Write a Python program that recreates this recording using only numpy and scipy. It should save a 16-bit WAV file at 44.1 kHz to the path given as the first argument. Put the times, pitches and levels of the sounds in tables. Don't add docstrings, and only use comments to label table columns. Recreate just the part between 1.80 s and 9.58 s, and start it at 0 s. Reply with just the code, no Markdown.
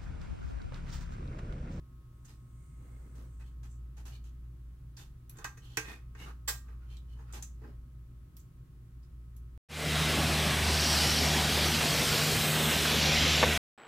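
import sys
import numpy as np
from scipy import signal
from scipy.fft import rfft, irfft, next_fast_len
from scipy.io import wavfile
from scipy.ndimage import map_coordinates

SR = 44100
rng = np.random.default_rng(int(sys.argv[2]) if len(sys.argv) > 2 else 0)


def persist_wave(psi):
    counts = np.round(np.clip(psi, -1, 1) * 32767).astype(np.int16)
    wavfile.write(sys.argv[1], SR, np.atleast_2d(counts).T)


N = 342954
TIME = np.arange(N) / SR


# (middle [s], length [s], level [dB], pitch [Hz])
PLATE_SWELLS = [(3.62, 0.095, -64, 1290), (4.095, 0.08, -54, 1950), (4.426, 0.055, -57.5, 2430),
                (4.484, 0.044, -57.5, 1220), (4.908, 0.075, -72, 1160), (5.041, 0.051, -75.5, 1300),
                (5.408, .048, -68, 1000), (5.511, .06, -68.5, 1350)]

def plate_swells(case_db=0.5, squeal_db=4.0, rasp_db_per_octave=7):
    out = np.zeros((2, N))
    for s, length, db, hz in PLATE_SWELLS:
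        rasp_db = -4 + rasp_db_per_octave * np.log2(hz / 1970)
        layers = [(db, grinding), (db + rasp_db, rasping), (db + squeal_db, squeal(hz))]
        out += friction(s, length, layers, db + case_db)
    return out


# (time [s], slip [s], ring level [dB],
# ring centre [Hz], # then relative to the ring: crack [dB], ping [dB], thud [dB])
KNOCKS = [ (3.585, 0.0016, -51, 1020, -5.5, -8, -3), (3.643, 0.0016, -33, 1430, -8.5, -13, -23),
          (3.771, 0.0048, -55.5, 1800, -4, -5.5, -7), (3.9708, 0.0011, -27.5, 2300, -7.5, -7.5, -9.5),
          (4.349, 0.0034, -51.5, 1800, -17, -19, -8), (4.676, 0.012, -32.5, 1720, 6.5, -9, -17.5),
          (4.882, 0.0022, -60, 1910, -19, -23, -5), (5.387, .004, -70.5, 1100, -8, -20, 9),
          (5.816, .003, -65, 620, -20, -23, 10.5), (5.837, 0.0026, -54, 750, -24, -26, -5)]

def knocks(ping_hz=6300, top_hz=12600, crack_db_per_octave=21):
    return sum(contact(s, slip, db + crack, top_hz * 2 ** (crack / crack_db_per_octave),
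                       db + ping, ping_hz, plate_db=db, plate_hz=hz, thud_db=db + thud)
               for s, slip, db, hz, crack, ping, thud in KNOCKS)


# (start [s], length [s], grinding level [dB], rasp over grinding [dB], squeal [Hz])
SKIDS = [ (0.446, 0.054, -67.5, 1, 4350), (1.352, 0.077, -71, 1, 1080), (1.597, .04, -65.5, -7, 1870),
         (1.83, 0.037, -67, 0, 1820), (2.168, 0.044, -65, -0.5, 810), (2.253, 0.049, -61.5, 2.5, 810),
         (2.439, .05, -74, 5, 3120), (3.17, .06, -61.5, 3, 3600), (5.534, 0.045, -53.5, 1.5, 840)]

def skids(landing_db=-1, case_db=-3, squeal_db=-3):
    out = np.zeros((2, N))
    for s, length, db, rasp, hz in SKIDS:
        click_db = db + rasp + landing_db
        out += contact(s, slip=0.0048, crack_db=click_db, top_hz=10500, ping_db=click_db - 1,
                       ping_hz=6500, plate_db=db - 4, plate_hz=1560, thud_db=db - 11)
        layers = [(db, grinding), (db + rasp, rasping), (db + squeal_db, squeal(hz))]
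        scrape = friction(s + length / 2, length, layers, db + case_db)
        out += scrape * (TIME > s)
    return out


# (middle [s], length [s], level [dB])
SQUEAKS = [(1.675, 0.037, -72), (2.342, 0.039, -62.5), (3.849, 0.038, -64.5), (3.939, .11, -65),
           (5.131, 0.052, -64.5), (5.324, 0.054, -71)]

def squeaks(lower_hz=3100, upper_hz=4260):
    upper = lambda hz: bell(hz, upper_hz, width=.03)
    out = np.zeros((2, N))
    for s, length, db in SQUEAKS:
        layers = [(db, squeal(lower_hz)), (db - 8, upper), (db - 7, grinding), (db - 4, rasping)]
        out += friction(s, length, layers, case_db=db - 6)
    return out


# (time [s], slip [s], ping level [dB], ping [Hz])
TIP_TICKS = [(.45, .003, -59, 6860), (2.347, .008, -62, 4150), (3.167, 0.0026, -53.5, 4800),
             (3.495, .0008, -52, 11900), (3.57, .001, -60.5, 7300), (3.832, 0.0043, -72, 3900),
             (5.168, .001, -59, 3700), (5.525, 0.0013, -53.5, 7250), (5.624, 0.0018, -42.5, 6800)]

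def tip_ticks():
    return sum(contact(s, slip, crack_db=db - 6, top_hz=13500, ping_db=db, ping_hz=hz, plate_db=db - 17)
               for s, slip, db, hz in TIP_TICKS)


# (time [s], slip [s], ping level [dB], ping [Hz])
TRAY_TICKS = [(6.567, 0.001, -56.5, 13100), (6.589, 0.011, -63.5, 7100), (7.229, .006, -73, 4940),
              (7.564, 0.0027, -63.5, 11400)]

def tray_ticks():
    return sum(contact(s, slip, crack_db=db - 3, top_hz=2 * hz, ping_db=db, ping_hz=hz)
               for s, slip, db, hz in TRAY_TICKS)


# (middle [s], length [s], level [dB])
RUBS = [(1.047, 0.084, -65.5), (1.162, 0.19, -65.5), (1.27, 0.072, -66.5), (1.399, 0.099, -60),
        (5.866, 0.074, -57.5)]

def hand_rubs(boom_hz=235):
    return sum(friction(s, length, [(db - 1, squeal(boom_hz)), (db - 15, grinding)], case_db=db)
               for s, length, db in RUBS)


# (middle [s], length [s], level [dB], hiss centre [Hz])
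SLIDES = [(0.423, 0.21, -79.5, 8200), (.84, 0.26, -75, 8440), (1.2, 0.54, -76, 8260),
          (1.597, 0.16, -77, 8030), (1.924, 0.059, -69, 7550)]
# (middle [s], length [s], level [dB], centre [Hz])
SLIDE_DRONE = (1.07, .5, -79, 2126)

def finger_slides():
    def strands(centre_hz):
        return lambda hz: bell(hz, centre_hz, 0.065) + amp(-7) * bell(hz, 0.8 * centre_hz, 0.044)
    hiss = sum(friction(s, length, [(db, strands(hz))], grain_db=2.0) for s, length, db, hz in SLIDES)
    s, length, db, drone_hz = SLIDE_DRONE
    drone = friction(s, length, [(db, lambda hz: bell(hz, drone_hz, width=0.037))], grain_db=4.0)
    return hiss + drone


# (frequency [Hz], level [dB])
CASE_RUB = [(70, -16), (140, 0), (280, -0.5), (420, -1), (600, -10), (850, -14.5), (1500, -13), (4000, -44)]

def friction(s, length, layers, case_db=-120, grain_db=1.5, echo_s=0.018, wet=0.26):
    t = np.arange(SR) / SR - .5
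    slips = unit(amp(grain_db * random_curve((t + .5) * 260)))
    power = np.exp(-np.abs(2 * t / length).clip(0, 20) ** 1.84) * slips ** 2
    keep = np.exp(-1 / (echo_s * SR))
    lingering = signal.lfilter([1 - keep], [1, -keep], power)
    envelope = np.sqrt((1 - wet) * power + wet * lingering)
    bright = sum(amp(db) * noise(gain, SR) for db, gain in layers) * pan_right(1.2)
    case = amp(case_db) * noise(colour(CASE_RUB), SR)
    return placed(s - .5, envelope * (bright + case))


# (frequency [Hz], level [dB], t60 [s])
PLATE_MODES = [(823, -5, 0.22), (1050, -10.5, 0.21), (1180, -22, 0.74), (1239, -22, 0.25),
               (1540, -3.5, 0.095), (1595, -3.5, 0.26), (1690, -4.5, 0.075), (1795, 0, 0.069),
               (1891, -5, 0.13), (1910, -5.5, 0.036), (1870, -16, 0.35), (1990, -6, 0.11),
               (2300, -23, 0.075), (2420, -33, 0.043), (2538, -2.5, 0.14), (2820, -47, .17)]
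CASE_MODES = [(128, 0, .17), (305, -5, .18), (372, -10, .13), (442, -2, .19), (482, -10, .15),
              (660, -14, .12)]
# (frequency [Hz], level [dB])
CRACK = [(150, -11.5), (600, -1), (1700, -2), (3200, 1), (5000, 1.5), (7500, 4), (9500, -2), (12700, 2),
         (16000, 0)]

def contact(s, slip, crack_db, top_hz, ping_db, ping_hz, plate_db=-120, plate_hz=2200, thud_db=-120):
    t = np.arange(SR // 3) / SR
    age = np.maximum(t - slip, 0)
    direct = amp(7.5) * decay(t, t60=0.02)
    bench = amp(-1.5) * decay(age, t60=0.11)
    walls = amp(-8) * decay(age, t60=0.25)
    fade = np.linalg.norm([direct, bench, walls], axis=0)
    crack_colour = lambda hz: colour(CRACK)(hz) * struck_shaft(hz) / np.hypot(1, (hz / top_hz) ** 2)
    crack = amp(crack_db) * noise(crack_colour, len(t))
    ping = amp(ping_db) * noise(lambda hz: bell(hz, ping_hz, width=0.093) * struck_shaft(hz), len(t))
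    spot = lambda hz: bell(hz, plate_hz, width=0.45)
    rattle = fade * noise(lambda hz: spot(hz) * colour(GRIND)(hz), len(t))
    ringing = ring(PLATE_MODES, t, age, spot, scatter_db=-3.5)
    plate = amp(plate_db) * (amp(-3.5) * ringing + amp(-5) * rattle)
    thud = amp(thud_db) * ring(CASE_MODES, t, age, np.ones_like, scatter_db=0)
    rise = 1 - np.exp(-t / (0.00014 + 0.73 * slip))
    swell = 1 - np.exp(-t / 0.0017)
    small_parts = fade * (crack + ping) * pan_right(1.4)
    large_parts = swell * (plate + thud) * pan_right(.9)
    return placed(s, rise * (small_parts + large_parts))


def ring(modes, t, age, weight, scatter_db):
    hz, db, t60 = np.transpose(modes)[:, :, None]
    gain = weight(hz) * amp(db + scatter_db * rng.standard_normal((2, len(hz), 1)))
    spread = np.minimum(hz / 1400, .9)
    phase = rng.uniform(0, 2 * np.pi, hz.shape) + spread * rng.standard_normal(gain.shape)
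    waves = gain * np.sin(2 * np.pi * hz * t + phase) * decay(age, t60)
    return waves.sum(1) / np.sqrt(np.sum(gain ** 2) / 4)


# (frequency [Hz], level [dB])
GRIND = [(300, -9), (600, -4), (820, 4.5), (1200, 4.5), (1800, -1), (2600, -3), (3300, -9.5), (5000, -10),
         (12000, -58)]

def grinding(hz):
    return colour(GRIND)(hz) * peaks(hz, PLATE_MODES, width_hz=45, lift_db=5)


# (frequency [Hz], level [dB])
RASP = [(1200, -44.5), (2600, 4.5), (3500, 1), (5000, -0.5), (6800, 0.5), (8300, -3.5), (10000, -5),
        (13500, -4.5), (16000, -20)]
# (frequency [Hz], prominence [dB])
SHAFT_MODES = [(3914, 3), (4444, 4), (5445, 7), (5780, 5), (6157, 11), (6560, 7), (7590, 6), (7960, 9),
               (9660, 6), (10100, 5), (12335, 8), (12549, 8), (12863, 9), (14032, 6)]

def rasping(hz):
    return colour(RASP)(hz) * peaks(hz, SHAFT_MODES, width_hz=45, lift_db=-3)


def struck_shaft(hz):
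    return peaks(hz, SHAFT_MODES, width_hz=34, lift_db=-2) * ripple(hz, depth_db=3, spacing_hz=107.6)


def squeal(centre_hz):
    return lambda hz: bell(hz, centre_hz, width=0.17) * ripple(hz, depth_db=7, spacing_hz=129.8)


# (frequency [Hz], rms level [dB])
MOTORS = [(53.91, -60), (58.42, -53), (58.74, -49)]
HUM_LINES = [(35.94, -79.5), (76.7, -65.5), (117.5, -62), (120, -61), (125.8, -60), (143.7, -86.5),
             (318, -80.5), (360.3, -78.5)]

def motor_hum(in_step_s=2.03):
    motors = sum(amp(db) * np.cos(2 * np.pi * hz * (TIME - in_step_s)) for hz, db in MOTORS)
    lines = sum(amp(db) * np.sin(2 * np.pi * (hz * TIME + rng.random()) + 0.15 * wobble(2.143))
                for hz, db in HUM_LINES)
    return np.sqrt(2) * (motors + lines)


# (frequency [Hz], base level [dB])
FAN_TONES = [(953, -95.5), (1087, -82.5), (1270, -81.5), (1453, -97.5)]
# (time [s], gain [dB])
FAN_SWELL = [(0, 2), (1.5, 2), (3, -5.5), (5, 1.5), (7, -5), (7.8, -1.5)]

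def fan_whine():
    mic_phase = np.array([[0], [.9]])
    tones = sum(amp(db + wobble(3)) * np.sin(2 * np.pi * hz * TIME + mic_phase + .5 * wobble(14))
                for hz, db in FAN_TONES)
    return np.sqrt(2) * tones * amp(np.interp(TIME, *np.transpose(FAN_SWELL)))


# (frequency [Hz], level [dB])
VENTILATION = [(15, -29.5), (33, 4.5), (50, -9.5), (75, -1.5), (90, -5.5), (125, -3), (160, -5), (195, -17),
               (250, -12.5), (340, -24.5), (400, -26.5), (750, -36.5), (1400, -33.5), (4000, -49.5)]
HISS = [(200, -5), (1500, -3.5), (3000, 4), (5500, -1), (10000, -0.3), (15500, 0)]

def room_tone(air_db=-56.5, hiss_db=-78):
    rumble = amp(air_db + 0.13 * wobble(1.2)) * noise(colour(VENTILATION))
    return rumble + amp(hiss_db) * noise(colour(HISS))


def noise(gain, size=N):
    # (frequency [Hz], correlation)
    alike = [(60, 0.98), (130, 0.93), (290, 0.73), (700, 0.22), (1400, 0.057), (3000, 0.012)]
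    angle = lambda hz: np.arccos(along(alike, hz)) / 2
    white = rng.standard_normal((2, size))
    mid, side = filtered(white, lambda hz: gain(hz) * [np.cos(angle(hz)), np.sin(angle(hz))])
    return unit(np.array([mid + side, mid - side]))


def amp(db):
    return 10 ** (np.asarray(db) / 20)


def unit(x):
    return x / np.sqrt(np.mean(x ** 2) + 1e-20)


def decay(t, t60):
    return amp(-60 * t / t60)


def pan_right(db):
    return amp([[-db], [db]])


def along(points, hz):
    f, v = np.transpose(points)
    return np.interp(np.log(hz + 1), np.log(f + 1), v)


def colour(points):
    return lambda hz: amp(along(points, hz))


def bell(hz, centre_hz, width):
    return 1 / (1 + (np.log((hz + 1) / centre_hz) / width) ** 2) ** 0.76


def peaks(hz, modes, width_hz, lift_db):
    power = sum(amp(db + lift_db) ** 2 / (1 + ((hz - f) / width_hz * 2) ** 2) for f, db, *_ in modes)
    return np.sqrt(1 + power)


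def random_curve(position, knots=600):
    return map_coordinates(rng.standard_normal(knots), [position], mode="wrap")


def wobble(rate):
    return random_curve(TIME * rate, knots=4000)


def ripple(hz, depth_db, spacing_hz):
    return amp(depth_db * random_curve(hz / spacing_hz) * np.minimum(hz / 2500, 1))


def filtered(x, response):
    size = next_fast_len(x.shape[-1] + 8192)
    return irfft(rfft(x, size) * response(np.fft.rfftfreq(size, 1 / SR)), size)[..., :x.shape[-1]]


def placed(s, sound):
    return np.pad(sound, ((0, 0), (max(round(s * SR), 0), N)))[:, :N]


def scene():
    hands = hand_rubs() + finger_slides()
    screwdriver = skids() + squeaks() + plate_swells() + knocks() + tip_ticks()
    return hands + screwdriver + tray_ticks() + motor_hum() + fan_whine() + room_tone()


def record(dry, top_hz=15950):
    return filtered(dry, lambda hz: hz < top_hz)


dry = scene()
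out = record(dry)
persist_wave(out)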